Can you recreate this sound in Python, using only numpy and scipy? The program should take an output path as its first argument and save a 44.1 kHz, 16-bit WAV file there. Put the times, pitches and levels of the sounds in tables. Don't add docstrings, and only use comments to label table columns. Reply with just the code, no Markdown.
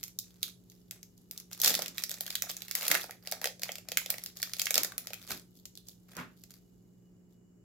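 import sys
import numpy as np
from scipy import signal
from scipy.fft import rfft, irfft
from scipy.io import wavfile
from scipy.ndimage import uniform_filter1d

SR = 44100
rng = np.random.default_rng(int(sys.argv[2]) if len(sys.argv) > 2 else 0)


def unload_audio(sound):
    columns = np.transpose(np.atleast_2d(sound))
    steps = np.round(np.clip(columns, -1, 1) * 32767)
    wavfile.write(sys.argv[1], SR, steps.astype(np.int16))


N = 336913
TIME = np.arange(N) / SR


def from_db(db):
    return 10 ** (np.asarray(db) / 20)


def unit_rms(x):
    return x / np.sqrt(np.mean(x ** 2) + 1e-20)


def unit_energy(x):
    energy = np.sum(x ** 2, axis=-1, keepdims=True).mean(axis=-2, keepdims=True)
    return x / np.sqrt(energy + 1e-20)


def band(x, low_hz, high_hz, order=3):
    edges_hz = [low_hz, min(high_hz, .45 * SR)]
    return signal.sosfilt(signal.butter(order, edges_hz, "band", fs=SR, output="sos"), x)


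def high_pass(x, hz):
    return signal.lfilter(*signal.butter(2, np.clip(hz, 20, .45 * SR), "high", fs=SR), x)


def resonance(x, hz, q):
    return signal.lfilter(*signal.iirpeak(min(hz, .45 * SR), q, fs=SR), x)


def at_hz(table, hz, axis=1):
    table = np.array(table)
    return np.interp(np.log(hz + 1e-9), np.log(table[:, 0]), table[:, axis])


def stereo(pair, alike):
    alike = np.clip(alike, -.99, .99)
    mid = np.sqrt((1 + alike) / 2) * pair[0]
    side = np.sqrt((1 - alike) / 2) * pair[1]
    return np.array([mid + side, mid - side])


def sides(pan_db):
    return from_db(pan_db * np.array([[.5], [-.5]]))


def drift(per_s):
    knots = rng.standard_normal(4000)
    return np.interp(TIME * per_s, np.arange(len(knots)), knots)


# [dB rms, before the drift]
HUM_PARTIALS = [(59.2, -80), (118.4, -72.5), (179.2, -63), (358, -78.5), (414.5, -78)]
# pitch_hz [Hz], width_hz [Hz, half the bandwidth of each filter pass],
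# level_db [dB rms]
WHINE_BANDS = [(2920, 23, -89), (5540, 900, -88), (6700, 130, -91), (7100, 600, -82.5)]
# [dB per Hz, relative]
AIR_SPECTRUM = [(20, -28), (50, -3.5), (85, -13), (105, 2), (150, -8), (200, -4), (360, -9.5), (550, -19.5),
                (950, -29.5), (2300, -37.5), (4200, -51.5), (7000, -42), (15000, -41.5)]
AIR_DB = -64
# freq_hz [Hz], likeness [0-1]
AIR_LIKENESS = [(60, .78), (200, 0.53), (500, 0.25), (2000, 0.18), (10000, .1)]


def background(pan_db=-2):
    hz = np.arange(N // 2 + 1) * SR / N
    spectrum = stereo(rfft(rng.standard_normal((2, N))), at_hz(AIR_LIKENESS, hz))
    air = from_db(AIR_DB) * unit_rms(irfft(spectrum * from_db(at_hz(AIR_SPECTRUM, hz)), N))
    hum = 0
    for pitch_hz, level_db in HUM_PARTIALS:
        wander = from_db(.7 * drift(6))
        tone = wander * np.sin(2 * np.pi * pitch_hz * TIME + .3 * drift(5))
        hum = hum + np.sqrt(2) * from_db(level_db) * tone
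    white = rng.standard_normal((2, N))
    whine = 0
    for pitch_hz, width_hz, level_db in WHINE_BANDS:
        q = pitch_hz / (2 * width_hz)
        narrowed = resonance(resonance(white, pitch_hz, q), pitch_hz, q)
        whine = whine + from_db(level_db) * unit_rms(narrowed)
    return air * sides(pan_db) + hum + whine


# [dB, higher brings out the lows]
RUSTLES = [(0.0, 0.088, -66, -10.5), (0.23, .16, -71.5, -10.5), (0.429, 0.054, -56, -12.5),
           (0.684, .13, -77, -17.5), (0.92, 0.051, -67.5, -2.5), (1.177, 0.05, -81, -30),
           (1.325, 0.079, -65.5, -6.5), (1.523, .08, -58, -10), (1.643, 0.051, -32, -8.5),
           (1.703, 0.059, -45.5, -14.5), (1.78, 0.049, -47, -5), (1.964, .06, -51.5, -9.5),
           (2.10, 0.26, -57.5, -5.5), (2.298, .07, -53.5, -7.5), (2.44, 0.034, -56, 2),
           (2.495, 0.012, -45, -12.5), (2.57, 0.15, -59, -7.5), (2.76, .06, -43.5, -8),
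           (2.834, 0.037, -39.5, -6.5), (2.909, 0.0081, -36, -6), (2.946, 0.005, -33.5, -2.5),
           (2.984, .05, -48, -10), (3.088, 0.062, -64, -1), (3.237, 0.07, -60, -4),
           (3.336, 0.025, -57.5, 5.5), (3.429, 0.022, -51.5, -2), (3.621, .09, -55.5, -2.5),
           (3.75, .04, -64, -6), (3.869, .07, -67, 4.5), (3.975, .04, -53, -7.5), (4.1, 0.04, -50, -3),
           (4.175, 0.12, -61.5, -7), (4.372, .17, -56, -7), (4.588, .14, -55, -7),
           (4.756, 0.024, -46, -1.5), (4.861, .08, -68.5, 3), (4.984, .17, -64.5, -2),
           (5.185, 0.11, -59.5, -7.5), (5.286, .02, -48, -10), (5.307, 0.011, -42, -6),
           (5.364, 0.021, -58.5, -14.5), (5.553, .035, -74, -35.5), (5.87, .045, -67, -19.5),
           (6.095, 0.1, -63, -3), (6.179, 0.043, -57.5, 1), (6.375, .035, -75, -27),
           (6.507, .05, -65, -10.5), (7.308, 0.026, -84.5, -21)]
DEPTH_SHARES = [1.4, 0.71, -0.27, -0.32]
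ATTACK_DB_PER_S, SAG_DB_PER_S, RELEASE_DB_PER_S = 900.5, 14, 398.5
HISS_FLOOR_DB, HISS_FADE_START_S, HISS_FADE_DB_PER_S = -88, 6.55, 17.5


def rustle_levels():
    start_s, length_s, level_db, depth_db = np.transpose(RUSTLES)
    t = TIME[::40]
    age = t - start_s[:, None]
    attack_db = ATTACK_DB_PER_S * np.minimum(age, 0)
    sag_db = SAG_DB_PER_S * np.maximum(age, 0)
    release_db = RELEASE_DB_PER_S * np.maximum(age - length_s[:, None], 0)
    shape_db = attack_db - sag_db - release_db
    hiss_db = HISS_FLOOR_DB - HISS_FADE_DB_PER_S * np.maximum(t - HISS_FADE_START_S, 0)
    levels = []
    for share in DEPTH_SHARES:
        rustles_db = (shape_db + (level_db + share * depth_db)[:, None]).max(axis=0)
        floor_db = hiss_db + share * depth_db.min()
        levels.append(np.interp(TIME, t, np.maximum(rustles_db, floor_db)))
    return levels


def crackle(per_s=400, facet_db=8, facet_q=6, count=10):
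    spread_db, largest_db, grain_s = 6.5, 17, .0011
    sizes = from_db(np.minimum(spread_db * rng.exponential(1, N), largest_db))
    slips = (rng.random(N) < per_s / SR) * sizes ** 2
    facet_of_slip = rng.integers(0, count, N)
    noise = rng.standard_normal((2, N))
    grain_decay = np.exp(-2 / (grain_s * SR))
    out = 0
    for k, hz in enumerate(np.geomspace(680, 13000, count)):
        power = signal.lfilter([1], [1, -grain_decay], slips * (facet_of_slip == k) + 1e-12)
        grains = np.sqrt(power) * np.roll(noise, k * N // count, axis=1)
        out = out + grains + from_db(facet_db) * resonance(grains, hz, facet_q)
    return unit_rms(out)


# low_hz [Hz], high_hz [Hz], likeness [0-1, left to right]
REGISTERS = [(469, 795, 0.92), (1130, 2436, 0.76), (3360, 9190, 0.11), (8340, 14700, 0.017)]


def rustling(body_db=-3.0, crack_db=-0.5, tick_db=1.37, sparkle_db=2.0, smooth_db=-12, pan_db=-1.4):
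    body, crack, tick, sparkle = rustle_levels()
    rush_db = np.clip(.6 * (tick + 49), 0, 14)
    smooth = from_db(smooth_db + rush_db)
    grip = np.interp(tick, [-77, -63], [.3, 1])
    slips = grip * crackle() + smooth * rng.standard_normal((2, N))
    slips = slips / np.sqrt(grip ** 2 + smooth ** 2)
    levels_db = [body + body_db, crack + crack_db, tick + tick_db, sparkle + sparkle_db]
    out = 0
    for (low_hz, high_hz, alike), level_db in zip(REGISTERS, levels_db):
        register = unit_rms(stereo(band(slips, low_hz, high_hz), alike))
        slow_power = uniform_filter1d(np.mean(register ** 2, axis=0), size=1800) + .1
        out = out + from_db(level_db) * register / np.sqrt(slow_power)
    return out * sides(pan_db)


# [Hz, pitch of the facet]
CREASES = [(0.03, -44.5, -12.5, -31, 2110), (0.0372, -42.5, -16, -43, 6700),
           (0.08, -54.5, -10, -33, 13160.0), (0.1882, -38.0, -32, -52, 6800), (0.4297, -33, -14, -30, 3630),
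           (0.6991, -61, -34, -25, 5940), (0.718, -65.5, -4.5, -15, 6020.0), (0.91, -44.5, -7.5, -40, 6760),
           (1.0297, -53.5, -10.5, -24, 6100), (1.178, -67, -37, -17, 6400),
           (1.311, -45.5, -15.5, -42, 13300), (1.3764, -46.5, -23.5, -30.5, 6500),
           (1.4, -52, -12, -22, 7000), (1.5135, -55, -6, -8, 1250), (1.5307, -45.5, -12, -40.5, 6100),
           (1.6003, -42, -13, -12, 6390.0), (1.6162, -31.5, -24, -27.5, 13200),
           (1.6356, -35, -9, -22.5, 6980.0), (1.6457, -27.5, -14.5, -14, 5300),
           (1.6602, -28.5, -16.5, -16.5, 4350.0), (1.6787, -27.5, -47.5, -16.5, 5170),
           (1.6941, -43, -18.5, -29, 4760.0), (1.7046, -37, -12, -1, 5100), (1.7174, -44, 1, -3, 5680.0),
           (1.7413, -35.5, -3.5, -8.5, 4100.0), (1.7511, -33, -8, -32, 5000), (1.791, -42, -9, 4, 5000),
           (1.8203, -39, -3, -8, 5260), (1.8597, -44.0, 0, -24, 4720), (1.881, -44.5, -9, -27, 5440),
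           (1.981, -39.5, 0, -31, 4000), (2.037, -35.5, -7.5, -22, 5600), (2.094, -43.0, -12, -20, 13670),
           (2.1079, -44.5, -18, -11, 3540.0), (2.1143, -40.5, -7, -20, 6740),
           (2.141, -46.5, -10, -12, 5200.0), (2.2077, -37.5, -12, -10.5, 12500),
           (2.2647, -43, -10, -17, 3040), (2.278, -46.5, -5, -27, 1840), (2.3042, -40.5, -8.5, -15.5, 3670),
           (2.3534, -33, -8.5, -37.5, 3400), (2.4215, -34.5, -5.5, -21.5, 6600),
           (2.4972, -43.5, -4, -5.5, 5600), (2.567, -45, -14, -16, 6170),
           (2.6198, -45.5, -6.5, -20.5, 4040), (2.682, -49, -7, -19, 2170),
           (2.7115, -38.5, -4.5, -22.5, 6200), (2.7518, -32.0, -6.5, -32.5, 13700),
           (2.8217, -45.5, 1.5, -8, 3200), (2.8805, -31.5, -7, -20, 13100),
           (2.9145, -25.5, -3.5, -13, 2030), (2.951, -32.5, 3.5, -20, 1770), (3.041, -48.5, -4, 2, 1270),
           (3.0941, -68, 14, 20.5, 1300.0), (3.1088, -47, -4, -15, 1980), (3.273, -44, -3, -8, 5040.0),
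           (3.314, -42, -21, -40, 11890.0), (3.3224, -37.5, -2.5, -0.5, 4270),
           (3.415, -44, -7.5, -3, 1550.0), (3.4424, -34, -3, -10.5, 1890), (3.456, -35.5, -3, -0.5, 4300),
           (3.4718, -42, -0.5, -1.5, 4670), (3.595, -56.5, -10, -4, 4730),
           (3.6189, -47.5, -18, -24.5, 4300), (3.6333, -37, -2, -12, 5600), (3.691, -52, 13.5, 11.5, 3100),
           (3.7188, -43.5, -36, -26.5, 5400), (3.755, -47, -2, -28.5, 4760.0),
           (3.783, -51, 0, -6.5, 5850.0), (3.8865, -45.5, -4, -10.5, 5400),
           (3.918, -40.5, -1.5, -3.5, 4370), (3.972, -26.5, -5.5, -24.5, 2090),
           (4.0607, -43.5, -3.5, -6.5, 4400), (4.1028, -31.5, -12, -18, 13600), (4.1405, -55, 9.5, 7, 2200),
           (4.1824, -45.0, -8, -11, 1980), (4.2374, -44.5, -14, -22, 11890.0), (4.2608, -44, -9, -23, 4900),
           (4.3702, -50, -15, -23, 6390.0), (4.4184, -45.5, -26, -35, 4970), (4.4285, -34, -4, -20.5, 4130),
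           (4.5348, -38.5, -8, -31, 3800), (4.5668, -50, -9.5, -10.5, 4260), (4.585, -52, -6, -19, 6700),
           (4.5957, -34, -5.5, -21, 4480.0), (4.617, -33.5, -6, -19.5, 6400),
           (4.6563, -37.5, -19, -19, 6930), (4.6684, -38, 5, -17.5, 3440.0), (4.7067, -32, -3, -11, 6850),
           (4.7424, -31, -8, -25, 5350.0), (4.755, -30.0, -9, -11, 4900.0),
           (4.779, -27.5, -5.5, -8.5, 5200.0), (4.8329, -33.5, -10, -21, 13600),
           (4.8468, -36.5, -4.5, -9, 4860), (4.9204, -52, 3, -14, 1310), (4.9798, -37, -9.5, -19, 13400),
           (5.0706, -44.5, -5, -11, 4900), (5.1043, -56, 2, 7, 4700), (5.133, -44, 0, -11, 2670),
           (5.1414, -47.5, -10, -31, 3080), (5.3059, -44.5, 0.5, -2, 1550), (5.3164, -42.0, -19, -13, 4370),
           (5.6545, -49.5, -10.5, -20, 6580.0), (5.7531, -58, -18.5, -33, 5040.0),
           (5.774, -52.0, -19, -22, 3670), (5.885, -51.5, -22, -19, 6840), (6.167, -49, -5, -3, 6500),
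           (6.437, -56, -10, -20, 6200.0), (6.5068, -58, -10, -31, 6980.0)]
CHAIN_WAIT_S, CHAIN_LOSS_DB = .007, 14


def buckles(count=2):
    chance = rng.random((len(CREASES), count, 2))
    rows = []
    for (s, level_db, depth_db, knock_db, ring_hz), draws in zip(CREASES, chance):
        rows.append((s, level_db, depth_db, knock_db, ring_hz))
        for step, (wait, facet) in enumerate(draws, 1):
            s = s + CHAIN_WAIT_S * (.5 + wait)
            weaker_db = level_db - step * CHAIN_LOSS_DB
            rows.append((s, weaker_db, depth_db, knock_db, ring_hz * 2 ** (facet - .5)))
    return np.array(rows)


FACET_LIFT_DB, FACET_REACH_OCT = 4, 0.8


def snap_levels(rows):
    _, level_db, depth_db, knock_db, ring_hz = rows.T
    centres = np.array([np.sqrt(low * high) for low, high, _ in REGISTERS])
    octaves = np.log2(ring_hz[:, None] / centres)
    lift_db = FACET_LIFT_DB * np.exp(-(octaves / FACET_REACH_OCT) ** 2)
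    return np.transpose([level_db + knock_db, level_db + depth_db, level_db, level_db]) + lift_db


THIN_SHARE, THIN_TOP_HZ = .72, 4600


def snaps(flutter_db=-13, facet_db=8, facet_fall_db=-8, pan_db=-1.4,
          body_db=1.5, crack_db=1.2, tick_db=4.13, sparkle_db=6.0, size=900):
    flip_s, bounce_s, bounce_gain, flutter_s, facet_q = .00034, .0015, .55, .0035, 4
    t = np.arange(size) / SR
    rows = buckles()
    ring_hz = rows[:, 4]
    noise = rng.standard_normal((len(rows), 2, size))
    flip = (t / flip_s) * np.exp(1 - t / flip_s)
    bounce = bounce_gain * np.interp(t - bounce_s, t, flip)
    flutter = from_db(flutter_db) * np.exp(-t / flutter_s)
    bursts = noise * (flip + bounce + flutter)
    rings = from_db(facet_db + facet_fall_db * np.log2(ring_hz / 2000))
    bursts = np.array([b + ring * resonance(b, hz, facet_q) for b, hz, ring in zip(bursts, ring_hz, rings)])
    thin = np.array([high_pass(b, min(THIN_SHARE * hz, THIN_TOP_HZ)) for b, hz in zip(bursts, ring_hz)])
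    levels_db = snap_levels(rows) + [body_db, crack_db, tick_db, sparkle_db]
    sources = [bursts, thin, thin, thin]
    coloured = 0
    for (low_hz, high_hz, alike), level_db, source in zip(REGISTERS, levels_db.T, sources):
        channels_first = band(source, low_hz, high_hz).swapaxes(0, 1)
        pair = stereo(channels_first, alike).swapaxes(0, 1)
        coloured = coloured + unit_energy(pair) * from_db(level_db)[:, None, None]
    coloured = coloured * np.sqrt(.005 * SR)
    out = np.zeros((2, N + size))
    for s, burst in zip(rows[:, 0], coloured):
        start = int(s * SR)
        out[:, start:start + size] += burst
    return out[:, :N] * sides(pan_db)


# [s, to fall 60 dB]
BUMPS = [(1.668, 207, -49, -54, 1), (2.912, 388, -43.5, -42, 0.29), (4.769, 332, -46, -42.5, 0.35),
         (5.318, 161, -45, -51.5, 0.23), (6.189, 140, -44.5, -40.5, 0.25)]


def bumps(thud_q=1.0, rise_s=0.015, rattle_hz=1300, rattle_q=1.4, pan_db=-2.0):
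    rattle = resonance(stereo(rng.standard_normal((2, N)), .35), rattle_hz, rattle_q)
    rattle = unit_rms(band(rattle, 600, 3000, order=1))
    push = band(stereo(rng.standard_normal((2, N)), 0.91), 71, 530, order=2)
    out = 0
    for start_s, thud_hz, thud_db, rattle_db, decay_s in BUMPS:
        age = TIME - start_s
        rise = np.exp(np.clip(age, -1, 0) / rise_s)
        fall = from_db(-60 * np.clip(age, 0, 2) / decay_s)
        thud = unit_rms(resonance(push, thud_hz, thud_q))
        out = out + rise * fall * (from_db(thud_db) * thud + from_db(rattle_db) * rattle)
    return out * sides(pan_db)


# freq_hz [Hz], t60_s [s, to fall 60 dB], level_db [dB], likeness [0-1, left to right]
REVERB = [(304, 0.48, -5, 0.6), (700, 0.21, -9.5, .92), (1800, 0.22, -5.5, 0.0023),
          (4070, 0.23, -6.5, 0.12), (9000, 0.28, -8.5, 0.98), (15000, 0.16, -7.5, 0)]


def room(x, first_s=0.002, size=22000):
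    t = np.arange(size) / SR
    onset = np.clip(t / first_s - .5, 0, 1)
    edges = np.geomspace(150, 18000, 11)
    response = 0
    for low_hz, high_hz in zip(edges, edges[1:]):
        hz = np.sqrt(low_hz * high_hz)
        tail = stereo(rng.standard_normal((2, size)), at_hz(REVERB, hz, axis=3))
        tail = tail * from_db(-60 * t / at_hz(REVERB, hz)) * onset
        level = from_db(at_hz(REVERB, hz, axis=2))
        response = response + level * band(unit_energy(tail), low_hz, high_hz)
    return signal.fftconvolve(x, response, axes=1)[:, :N]


def scene():
    handling = snaps() + rustling() + bumps()
    return handling + room(handling) + background()


# freq_hz [Hz], sharpness [Q], depth [0-1]
MIC_DIPS = [(8415, 16, 0.8), (9470, 4.9, 0.47)]
CUTOFF_HZ = 16200


def record(dry):
    for hz, q, depth in MIC_DIPS:
        dry = dry - np.clip(depth, 0, .9) * resonance(dry, hz, q)
    return signal.sosfilt(signal.ellip(10, .2, 80, CUTOFF_HZ, fs=SR, output="sos"), dry)


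dry = scene()
out = record(dry)
unload_audio(out)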